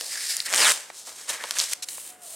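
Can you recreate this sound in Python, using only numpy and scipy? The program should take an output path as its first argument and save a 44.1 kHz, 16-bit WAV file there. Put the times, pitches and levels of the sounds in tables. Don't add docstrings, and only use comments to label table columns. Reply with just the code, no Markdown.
import sys
import numpy as np
from scipy import signal
from scipy.fft import rfft, irfft
from scipy.io import wavfile
from scipy.ndimage import uniform_filter1d

SR = 44100
rng = np.random.default_rng(int(sys.argv[2]) if len(sys.argv) > 2 else 0)


def waveform_to_disk(signal):
    frames = np.transpose(np.atleast_2d(signal))
    scaled = np.clip(frames, -1, 1) * 32767
    samples = np.round(scaled).astype(np.int16)
    wavfile.write(sys.argv[1], SR, samples)


N = 103635
T = np.arange(N) / SR
HZ = np.fft.rfftfreq(N, 1 / SR)

# time_s, level_db, low_mids_relative_db
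PEEL_STROKE = [(.49, -34.5, -9.5), (.53, -31, 1), (.56, -24.5, -7), (.615, -20.5, -3.5), (.675, -19.5, -4),
               (.714, -20, -6.5), (.729, -28, -12.5), (.76, -35, -10)]
# frequency_hz, gain_db
PEEL_SPECTRUM = [(90, -25.5), (240, -11), (800, -2.5), (1900, 0), (4500, -3.5), (9000, 1), (12000, -12.5),
                 (16000, -20.5)]
def peel(slips_per_s=(150, 520), slip_decay_s=0.00099):
    rate = np.interp(T, [PEEL_STROKE[0][0], PEEL_STROKE[-1][0]], slips_per_s)
    jitter = np.exp(.5 * wander(100))
    slip_count = np.cumsum(rate * jitter) / SR
    since_slip_s = (slip_count % 1) / rate
    drive = grains(7000, 0.78, hiss=0.73) * (0.2 + np.exp(-since_slip_s / slip_decay_s))
    drive /= np.sqrt(uniform_filter1d(drive ** 2, size=900) + 1e-9)
    rasp = sheet(drive, PEEL_STROKE, PEEL_SPECTRUM, split_hz=3500)
    return rasp + freed_strip(drive) + crinkles(PEEL_STROKE, per_s=260, boost_db=3.5, hz=2640)


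# peak_s, spread_s, pitch_at_peak_hz, fall_octaves_per_s, level_db
STRIP_MODES = [(0.661, 0.02, 1495, 10, -28.5), (0.641, 0.033, 2490, 6, -30), (.66, 0.018, 3490, 9.9, -25),
               (.62, 0.02, 4800, 5.1, -26)]
def freed_strip(drive, bandwidth_hz=810):
    pole = np.exp(-np.pi * bandwidth_hz / SR)
    out = np.zeros(N)
    for s, spread, hz, fall, db in STRIP_MODES:
        pitch = hz * 2 ** (-fall * np.clip(T - s, -.1, .1))
        carrier = np.exp(2j * np.pi * np.cumsum(pitch) / SR)
        ring = (carrier * signal.lfilter([1], [1, -2 * pole, pole * pole], drive / carrier)).real
        swell = np.exp(-((T - s) / spread) ** 2 / 2)
        out += amp(db) * swell * ring / np.sqrt(np.average(ring ** 2, weights=swell ** 2))
    return out


SNAP_DECAY_S = 0.00052
# start_s, level_db, centre_hz, width_octaves
RELEASES = [(0.0105, -21, 5060, 3.7), (0.3677, -12.5, 9500, 1.2), (.4030, -10.5, 4700, 0.66),
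            (0.5279, -14.5, 7560, 0.58), (0.534, -23, 3000, 2), (0.5385, -9, 2290, 1.5),
            (0.5456, -12, 3000, 3.7), (.5612, -7, 7600, 0.38), (0.5785, -11, 7000, 1.2),
            (0.5846, -17, 6530, 1.7), (0.7057, -18, 1700, 2.4), (0.7196, -10.5, 7660, 0.58),
            (1.4390, -20, 1960, 1.43), (1.5093, -12.5, 3700, 1.75), (1.5865, -10.5, 6200, 0.94),
            (1.5912, -11, 6360, 0.3), (1.5950, -11.5, 5640, 1.1), (1.6006, -7, 4150, 0.64),
            (1.6140, -13, 5400, 0.61), (1.734, -12.5, 6200, 1.2)]
def snaps():
    out = np.zeros(N)
    for s, db, hz, octaves in RELEASES:
        add(out, s, impulse(db, hz, octaves, SNAP_DECAY_S * np.sqrt(octaves), crack=0.55))
    return out


def crinkles(stroke, per_s, boost_db, hz):
    s, level, _ = np.transpose(stroke)
    length_s = s[-1] - s[0]
    out = np.zeros(N)
    for when, weakness, height in rng.random((round(per_s * length_s), 3)):
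        start_s = s[0] + when * length_s
        db = np.interp(start_s, s, level) + boost_db - 10 * weakness
        centre_hz = hz * 2 ** (2 * height - 1)
        add(out, start_s, impulse(db, centre_hz, octaves=0.46, decay_s=SNAP_DECAY_S, crack=.5))
    return out


FIBRES_PER_S = 2500
# time_s, level_db, low_mids_relative_db
PICK_STROKE = [(0, -36, -12), (.07, -35.5, -22.5), (.145, -32.5, -7), (.19, -34, -9), (.24, -30, -11.5),
               (.283, -32.5, -16), (.295, -24.5, -15.5), (.385, -34.5, -9.5), (.445, -39.5, -12),
               (.463, -29, -9.5), (.49, -41.5, 7.5)]
SLIDE_STROKE = [(.76, -33, -6.5), (.83, -44, -10), (.92, -52, -16), (.98, -39, -35.5), (1.045, -47.5, -26),
                (1.075, -38.5, -15.5), (1.14, -45, -22), (1.2, -41, -9), (1.27, -44.5, -13.5)]
FOLD_STROKE = [(1.27, -47.5, -7), (1.298, -27.5, -7), (1.39, -44, -0.5), (1.46, -40, -4.5),
               (1.525, -39.5, -7.5), (1.615, -26.5, -11), (1.68, -37, -16), (1.733, -27, -15),
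               (1.742, -46.5, -9), (1.82, -60, -21)]
SMOOTH_STROKE = [(1.85, -56.5, -7), (1.9, -37, -19.5), (2.09, -41, -16), (2.17, -58, -7.5),
                 (2.205, -56.5, -10), (2.235, -41.5, -23), (2.35, -39.5, -21)]
# frequency_hz, gain_db
PICK_SPECTRUM = [(120, -30), (600, -17), (1100, -15), (1800, -0.5), (3200, -9.5), (4900, 0), (6200, -6),
                 (8700, -2), (16000, -23.5)]
PAPER_SPECTRUM = [(150, -22.5), (550, -7), (1600, 0), (3000, -1), (8500, 3), (12000, -8), (16000, -20)]
SMOOTH_SPECTRUM = [(150, -20), (700, -22), (1800, -15), (2800, -9.5), (5500, -9), (8800, 1), (16000, -17)]
def strokes():
    pick = rub(PICK_STROKE, PICK_SPECTRUM, grain_db=1.1)
    slide = rub(SLIDE_STROKE, PAPER_SPECTRUM, grain_db=2.5)
    fold = rub(FOLD_STROKE, PAPER_SPECTRUM, grain_db=3.0)
    fold += crinkles(FOLD_STROKE, per_s=100, boost_db=6, hz=3300)
    smooth = rub(SMOOTH_STROKE, SMOOTH_SPECTRUM, grain_db=2.0)
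    return pick + slide + fold + smooth


def rub(stroke, spectrum, grain_db, judder_db=1.36):
    grip = amp(judder_db * wander(260))
    return sheet(grains(FIBRES_PER_S, grain_db, hiss=1) * grip, stroke, spectrum, split_hz=2850)


# start_s, length_s, level_db, centre_hz, width_octaves
PAPER_SCUFFS = [(1.2906, 0.0072, -20, 7800, 0.38), (1.567, 0.0066, -27.5, 1940, 1),
                (1.8227, 0.026, -28, 5600, 1.2), (1.886, 0.0073, -29, 4330, 1.22)]
def scuffs():
    out = np.zeros(N)
    for s, length, db, hz, octaves in PAPER_SCUFFS:
        progress = np.clip((T - s) / length, 0, 1)
        swell = np.sqrt(np.minimum(10 * progress, 1 - progress))
        out += amp(db) * swell * tint(grains(FIBRES_PER_S, 2.2, hiss=1), patch(HZ, hz, octaves))
    return out


# start_s, level_db, centre_hz, width_octaves, decay_s
PAPER_TAPS_AND_RINGS = [(0.01, -52.5, 640, 0.73, 0.081), (0.9008, -32.5, 980, 1.03, 0.0022),
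                        (1.073, -48, 830, 1.4, 0.055), (1.402, -39.5, 1740, 0.23, 0.017),
                        (1.441, -31, 1030, 1.6, 0.0065), (1.981, -36, 1050, 0.95, 0.0015)]
def taps_and_rings():
    out = np.zeros(N)
    for s, *tap in PAPER_TAPS_AND_RINGS:
        add(out, s, impulse(*tap, crack=0.17))
    return out


def impulse(db, hz, octaves, decay_s, crack, size=4096):
    t = np.arange(size) / SR
    burst = unit(rng.standard_normal(size) * np.exp(-t / decay_s))
    burst[0] -= crack * np.sqrt(size)
    gain = patch(abs(np.fft.fftfreq(size, 1 / SR)), hz, octaves) + 1e-5
    minimum_phase = np.exp(np.conj(signal.hilbert(np.log(gain))))
    sound = np.fft.ifft(np.fft.fft(burst) * minimum_phase).real
    return amp(db) * sound / np.linalg.norm(sound) * np.sqrt(decay_s * SR)


def grains(per_s, spread_db, hiss):
    size = amp(spread_db * np.minimum(rng.exponential(1, N), 4)) * rng.choice([-1., 1.], N)
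    clicks = size * (rng.random(N) < per_s / SR)
    return unit(clicks) + hiss * rng.standard_normal(N)


def sheet(drive, stroke, spectrum, split_hz, fade_s=0.0051):
    s, level, low = np.transpose(stroke)
    gate = np.clip(np.minimum(T - s[0], s[-1] - T) / fade_s + .5, 0, 1) ** .5
    gain = amp(read(spectrum, HZ))
    upper = 1 / (1 + (split_hz / (HZ + 1)) ** 6)
    treble = amp(np.interp(T, s, level)) * tint(drive, gain * upper)
    low_mids = amp(np.interp(T, s, level + low)) * tint(drive, gain * (1 - upper))
    return gate * (treble + low_mids)


def patch(f, hz, octaves, low_hz=202, top_hz=12250):
    return hump(f, hz, octaves) * f ** 2 / (f ** 2 + low_hz ** 2) / (1 + (f / top_hz) ** 8)


# centre_hz, width_octaves, lift_db
CAVITY_MODES = [(550, 0.44, 2), (1770, 0.12, 1)]
def hollow(x):
    lift_db = sum(db * hump(HZ, hz, octaves) for hz, octaves, db in CAVITY_MODES)
    return irfft(rfft(x) * amp(lift_db), N)


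# time_s, pitch_hz, level_db
WHINE_GLIDE = [(1.76, 735, -68), (1.81, 731, -59), (1.9, 744, -70), (2.065, 733, -76), (2.105, 735, -55.5),
               (2.21, 727, -58.5), (2.245, 707, -50), (2.285, 669, -60.5), (2.35, 635, -54.5)]
def whine(fray_hz=90, fray_depth=.17):
    s, hz, db = np.transpose(WHINE_GLIDE)
    waver, flutter = [tint(rng.standard_normal(N), np.exp(-(HZ / fray_hz) ** 2)) for _ in range(2)]
    pitch = np.interp(T, s, hz)
    fray = ((hz.max() - pitch) / np.ptp(hz)) ** 2
    phase = 2 * np.pi * np.cumsum(pitch * (1 + fray_depth * fray * waver)) / SR
    level_db = np.interp(T, s, db, left=-120) + (0.5 + 2 * fray) * flutter
    return amp(level_db) * unit(np.sin(phase) + amp(-12) * np.sin(2 * phase))


# frequency_hz, t60_s
REVERB_TIMES = [(150, 0.58), (1000, 0.81), (14000, 0.4)]
# frequency_hz, weight_db
SIDE_SPECTRUM = [(450, -24), (1100, -22.5), (4500, -18), (9000, -17), (13000, -60)]
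def room(x, tail_db=-20, desk_db=-19, desk_decay_s=0.0034):
    t = np.arange(SR // 2) / SR
    hz, s, spectra = signal.stft(rng.standard_normal((2, len(t))), SR, nperseg=256)
    decay = amp(-60 * s / read(REVERB_TIMES, hz)[:, None])
    tail = signal.istft(spectra * decay, SR, nperseg=256)[1][:, :len(t)]
    early = rng.standard_normal((2, len(t))) * np.exp(-t / desk_decay_s) * (t > .0005)
    response = (amp(tail_db) * unit(tail) + amp(desk_db) * unit(early)) / np.sqrt(len(t))
    shared, apart = signal.fftconvolve(x[None], response, axes=1)[:, :N]
    shifting = x * wander(400)
    side = irfft((.6j * rfft(shifting) + 5 * rfft(apart)) * amp(read(SIDE_SPECTRUM, HZ)), N)
    return x + shared + np.array([side, -side])


# frequency_hz, gain_db
AMBIENT_SPECTRUM = [(70, -5), (95, 8.5), (120, 1), (500, 10.5), (2000, 4.5), (5000, -19), (16000, -22)]
def ambience(shared_db=-58.5):
    left, right, both = [tint(rng.standard_normal(N), amp(read(AMBIENT_SPECTRUM, HZ))) for _ in range(3)]
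    return amp(shared_db) * (both + .5 * np.array([left, right]))


def amp(db):
    return 10 ** (np.asarray(db) / 20)


def unit(x):
    return x / np.sqrt(np.mean(x ** 2) + 1e-20)


def wander(samples):
    return unit(uniform_filter1d(rng.standard_normal(N), size=samples))


def read(points, hz):
    f, value = np.transpose(points)
    return np.interp(np.log(hz + 1), np.log(f + 1), value)


def add(mix, s, sound):
    part = mix[max(round(s * SR), 0):][:len(sound)]
    part += sound[:len(part)]


def tint(x, gain):
    return unit(irfft(rfft(x) * gain, N))


def hump(hz, centre_hz, octaves):
    return (1 + (np.log2((hz + 1) / centre_hz) / octaves) ** 2 / 2) ** -2


def scene():
    paper = peel() + snaps() + taps_and_rings() + scuffs() + strokes()
    hush = ambience()
    return room(hollow(paper) + whine()) + hush


def record(dry, ceiling=0.8, wind_cut_hz=101, edge_hz=16000):
    soft = ceiling * np.tanh(dry / ceiling)
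    thin = signal.sosfilt(signal.butter(2, wind_cut_hz, "high", fs=SR, output="sos"), soft)
    low_pass = signal.firwin(511, edge_hz, window=("kaiser", 9), fs=SR)
    return signal.oaconvolve(thin, low_pass[None], "same")


dry = scene()
out = record(dry)
waveform_to_disk(out)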